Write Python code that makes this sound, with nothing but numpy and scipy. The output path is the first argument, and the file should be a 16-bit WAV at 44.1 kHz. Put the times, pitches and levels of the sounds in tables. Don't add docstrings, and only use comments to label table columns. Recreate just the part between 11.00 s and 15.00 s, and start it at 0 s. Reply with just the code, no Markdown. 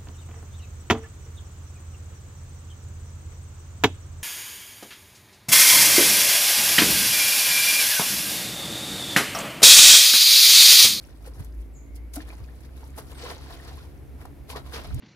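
import sys
import numpy as np
from scipy import signal
from scipy.fft import rfft, irfft, next_fast_len
from scipy.io import wavfile
from scipy.ndimage import map_coordinates

SR = 44100
rng = np.random.default_rng(int(sys.argv[2]) if len(sys.argv) > 2 else 0)


def unload_audio(sound):
    columns = np.transpose(np.atleast_2d(sound))
    steps = np.round(np.clip(columns, -1, 1) * 32767)
    wavfile.write(sys.argv[1], SR, steps.astype(np.int16))


N = 176400

# peak time, rise and fall in seconds,
# then the levels of slosh, squelch and spray in dB.
CLOTH_STROKES = [(.03, .23, 0.34, -63.5, -63.5, -64), (.277, .061, 0.027, -52.5, -55, -54),
                 (.409, 0.12, 0.096, -52.5, -58, -56.5), (.61, 0.13, 0.076, -83, -74, -63),
                 (0.962, 0.013, 0.024, -77, -57, -51.5), (1.138, 0.0063, 0.043, -65, -52, -40.5),
                 (1.162, 0.018, 0.024, -51, -47, -42), (1.219, 0.07, 0.03, -51.5, -52, -58.5),
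                 (1.271, 0.039, 0.41, -54, -59, -60.5), (1.655, 0.23, 0.037, -64, -62, -62),
                 (1.801, .13, 0.34, -59.5, -61.5, -62), (1.987, 0.031, 0.057, -44, -49, -48),
                 (2.119, 0.15, .09, -51, -56.5, -56), (2.223, 0.062, 0.23, -44, -43.5, -52),
                 (2.299, 0.14, 0.097, -40.5, -42.5, -49.5), (2.536, 0.15, .04, -46.5, -48.5, -54),
                 (2.675, 0.21, 0.15, -49.5, -52.5, -58), (2.785, 0.1, 0.18, -53.5, -55, -60),
                 (3.216, 0.055, 0.05, -49, -58.5, -58), (3.255, 0.0038, 0.0095, -40, -51.5, -48),
                 (3.503, 0.02, 0.06, -46, -44.5, -46.5), (3.562, 0.013, 0.057, -38, -43, -48),
                 (3.665, 0.045, 0.19, -53.5, -56.5, -59.5), (3.743, .036, 0.086, -40.5, -42, -45.5),
                 (3.765, 0.072, .19, -41, -43, -49.5), (3.995, 0.087, 0.074, -51.5, -50.5, -56.5)]
# frequency in Hz, level in dB.
SLOSH_COLOUR = [(120, -10), (260, 5), (480, 3.5), (1000, 4.5), (1900, 1), (4000, -39)]
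SQUELCH_COLOUR = [(700, -6), (1700, -1), (4500, 6), (6200, -0.5), (9000, -17.5)]
SPRAY_COLOUR = [(2500, -26.5), (5500, -10), (8000, -8.5), (11500, -2.5), (15800, -14.5)]
# time in seconds, firings per second, level in dB.
ENGINE_RUN = [(0, 52.7, -47), (0.404, 55, -41.5), (1.352, 59, -39.5), (1.798, 66.6, -43.5),
              (3.348, 69.6, -47.5), (3.801, 66.2, -42)]
# frequency in Hz, level in dB.
EXHAUST_COLOUR = [(60, -43), (135, 6), (195, -9.5), (280, 2), (380, -12), (1500, -50.5)]
AIR_COLOUR = [(25, -57), (40, -3), (80, 0), (170, -19), (330, -15), (1200, -34), (2300, -36), (3000, -42.5),
              (8000, -49), (12000, -42.5), (15800, -52.5)]
PUFF_COLOUR = [(25, -14), (80, 0.5), (150, -9.5), (400, -42.5)]
# start in seconds, starting pitch in Hz, level in dB.
BUBBLE_PLOPS = [(.273, 481, -34.5), (1.163, 628, -31), (1.17, 271.6, -24.5), (1.204, 1730, -32),
                (1.303, 2350, -32.5), (1.332, 830, -40.5), (1.488, 1750, -41), (1.831, 865, -37),
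                (1.977, 822, -33), (2.237, 470, -29), (2.599, 1800, -35.5), (3.2535, 777, -36)]
# peak time, rise and fall in seconds, level in dB.
AIR_PUFFS = [(.405, 0.034, 0.03, -28.5), (1.42, 0.026, 0.05, -36.5), (3.965, 0.12, 0.11, -25.5)]
# start in seconds, level in dB.
SPRAY_TICKS = [(0.4467, -37.5), (3.945, -33)]
# peak time, rise and fall in seconds, level in dB.
HELD_NOTE = [(.93, 0.44, 1, -66)]
# start and length in seconds, first and last pitch in Hz,
# bend of the slide (1 is straight), level in dB.
BIRD_CHIRPS = [(0.719, 0.058, 8630, 6230, 0.8, -54), (2.11, 0.089, 9170, 7500, 1.9, -53.5)]
# start in seconds, starting pitch in Hz, level in dB.
AIR_POCKETS = [(1.174, 827, -45), (1.32, 1400, -56), (2.295, 1135, -45.5), (2.712, 900, -50.5),
               (3.498, 1106, -43.5), (3.528, 1062, -44.5), (3.549, 1212, -40)]
# frequency in Hz, seconds to fade by 60 dB.
YARD_ECHO = [(300, 0.22), (12000, 0.047)]
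HEDGE_ECHO = [(8000, 0.42)]


def amp(db):
    return 10 ** (np.asarray(db) / 20)


def unit(x):
    return x / np.sqrt(np.mean(x ** 2) + 1e-20)


def along(points, hz):
    freqs, values = np.transpose(points)
    return np.interp(np.log(hz + 1), np.log(freqs + 1), values)


def filtered(x, response):
    size = next_fast_len(N + SR // 2)
    return irfft(rfft(x, size) * response(np.fft.rfftfreq(size, 1 / SR)), size)[..., :N]


def coloured(x, colour):
    closed = [(colour[0][0] / 2, -90), *colour, (colour[-1][0] * 2, -90)]
    return unit(filtered(x, lambda hz: amp(along(closed, hz))))


def wobble(per_s):
    return map_coordinates(rng.standard_normal(int(N * per_s / SR) + 4), [np.arange(N) * per_s / SR])


def spread(pair, side_db):
    side = amp(side_db) * pair[1]
    return unit(np.array([pair[0] + side, pair[0] - side]))


def noise(colour, side_db):
    return spread(coloured(rng.standard_normal((2, N)), colour), side_db)


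def swells(rows):
    t = np.arange(N) / SR
    return np.sqrt(sum(amp(db - 20 * np.maximum((peak - t) / rise, (t - peak) / fall)) ** 2
                       for peak, rise, fall, db in rows))


def add(track, start_s, sound):
    part = track[max(round(start_s * SR), 0):][:len(sound)]
    part += sound[:len(part)]


def echo(x, fade_times):
    hz, t, bands = signal.stft(rng.standard_normal((2, SR // 2)), SR, nperseg=256)
    tail = signal.istft(bands * amp(-60 * t / along(fade_times, hz)[:, None]), SR, nperseg=256)[1]
    delayed = np.pad(x, (90, 0))[None]
    return signal.fftconvolve(delayed, tail / np.linalg.norm(tail[0]), axes=1)[:, :N]


def bubbling(per_s, centre_hz, cycles, scatter_db, width, samples):
    when, pitch, strength, place, flip = rng.random((5, int(per_s * N / SR), 1))
    turns = centre_hz * 2 ** (2 * pitch - 1) * np.arange(samples) / SR
    decay = amp(scatter_db * strength - 60 * turns / cycles) * np.sign(flip - .5)
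    at = ((when * N).astype(int) + np.arange(samples)).ravel()
    channels = [decay * np.sin(2 * np.pi * turns + side * width * (2 * place - 1)) for side in (1, -1)]
    return unit(np.array([np.bincount(at, ring.ravel(), N)[:N] for ring in channels]))


def water_layer(layer, colour, bubbles, rush_db, side_db):
    strokes = swells([(*row[:3], row[3 + layer]) for row in CLOTH_STROKES])
    rush = amp(rush_db) * spread(rng.standard_normal((2, N)), side_db)
    flicker = amp(2.46 * wobble(110))
    return strokes * flicker * coloured(bubbles + rush, colour)


def cloth():
    large = bubbling(per_s=600, centre_hz=779, cycles=9.7, scatter_db=9, width=1.0, samples=1400)
    slosh = water_layer(0, SLOSH_COLOUR, large, rush_db=9, side_db=-10)
    foam = bubbling(per_s=1400, centre_hz=3090, cycles=11.4, scatter_db=5, width=0.67, samples=400)
    squelch = water_layer(1, SQUELCH_COLOUR, foam, rush_db=2, side_db=-1)
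    fine = bubbling(per_s=900, centre_hz=9500, cycles=5.2, scatter_db=26, width=1.4, samples=80)
    spray = water_layer(2, SPRAY_COLOUR, fine, rush_db=1, side_db=1)
    spurts = amp(2.6 * np.tanh(wobble(45)))
    return (slosh + squelch + spray) * spurts


def droplets():
    squelch = swells([(*row[:3], row[4]) for row in CLOTH_STROKES])
    handling = squelch.mean() * (squelch / squelch.mean()) ** 0.54
    patter = sum(bubbling(per_s=45, centre_hz=hz, cycles=24, scatter_db=20, width=0.84, samples=900)
                 for hz in (1283, 2020, 4230))
    return amp(-7) * handling * patter


def engine():
    times, hz, db = np.transpose(ENGINE_RUN)
    t = np.arange(N) / SR
    firing_hz = np.interp(t, times, hz) * (1 + 0.01206 * wobble(25))
    phase = 2 * np.pi * np.cumsum(firing_hz) / SR
    drone = amp(np.interp(t, times, db) + 3.1 * wobble(22.1)) * np.sqrt(2) * np.sin(phase)
    pulses = unit(np.diff(phase // (2 * np.pi), prepend=0))
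    grit = unit((1 + np.cos(phase)) ** 2) * rng.standard_normal(N)
    return drone + amp(-53.5) * coloured(pulses + grit, EXHAUST_COLOUR)


def traffic():
    return amp(-47 + wobble(0.62)) * noise(AIR_COLOUR, side_db=-4)


def plops_and_ticks(rise_per_s=6.2, life_cycles=29.3, tick_fade_s=0.021):
    out, t = np.zeros(N), np.arange(SR // 6) / SR
    splash, hiss = (coloured(rng.standard_normal(N), colour) for colour in (SLOSH_COLOUR, SPRAY_COLOUR))
    random_piece = lambda x: np.roll(x, rng.integers(N))[:len(t)]
    for start, hz, db in BUBBLE_PLOPS:
        turns = hz * (t + rise_per_s * t * t / 2)
        ring = (1 - np.exp(-turns)) * np.sin(2 * np.pi * turns)
        burst = 0.3 * np.exp(-t / 0.0019) * random_piece(splash)
        add(out, start, amp(db - 60 * turns / life_cycles) * (ring + burst))
    for start, db in SPRAY_TICKS:
        add(out, start, amp(db - 60 * t / tick_fade_s) * .5 * random_piece(hiss))
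    return out


def puffs():
    return swells(AIR_PUFFS) * noise(PUFF_COLOUR, side_db=-3)


def far_bird(pitch_hz=2126):
    hz = pitch_hz * (1 + 0.0456 * wobble(90))
    note = np.sin(2 * np.pi * np.cumsum(hz) / SR)
    return swells(HELD_NOTE) * unit(echo(note, HEDGE_ECHO))


def chirping_bird():
    calls = np.zeros(N)
    for start, length, first, last, bend, db in BIRD_CHIRPS:
        progress = np.arange(int(length * SR)) / (length * SR)
        warble = 1 + .005 * wobble(402)[:len(progress)]
        hz = (first + (last - first) * progress ** bend) * warble
        loudness = amp(db) * np.sqrt(2) * np.sin(np.pi * progress ** 2)
        add(calls, start, loudness * np.sin(2 * np.pi * np.cumsum(hz) / SR))
    return amp(-8) * calls + echo(calls, HEDGE_ECHO)


def gurgles(swell_s=0.0071, octaves_per_s=24, churn_hz=229):
    out, t = np.zeros(N), np.arange(SR // 8) / SR
    swell = t / swell_s * np.exp(1 - t / swell_s)
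    for start, hz, db in AIR_POCKETS:
        phase = 2 * np.pi * np.cumsum(hz * 2 ** (-octaves_per_s * t)) / SR
        churn = (wobble(churn_hz) + 1j * wobble(churn_hz))[:len(t)]
        rough_note = np.real(churn * np.exp(1j * phase))
        add(out, start, amp(db) * np.sqrt(np.mean(swell ** 2)) * unit(swell * rough_note))
    return out


def in_yard(water, left_lead_s=0.00015, mono_below_hz=560):
    shifted = filtered(water, lambda hz: np.exp(1j * np.pi * hz * left_lead_s * np.array([[1], [-1]])))
    left, right = shifted * amp([[.5], [-.5]]) + amp(-9.5) * echo(water[0], YARD_ECHO)
    mid = (left + right) / 2
    side = filtered((left - right) / 2, lambda hz: hz / np.hypot(hz, mono_below_hz))
    return np.array([mid + side, mid - side])


def scene():
    water = cloth() + droplets() + plops_and_ticks() + gurgles()
    return in_yard(water) + engine() + chirping_bird() + far_bird() + traffic() + puffs()


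def record(dry, top_hz=15850):
    return filtered(dry, lambda hz: hz < top_hz)


dry = scene()
out = record(dry)
unload_audio(out)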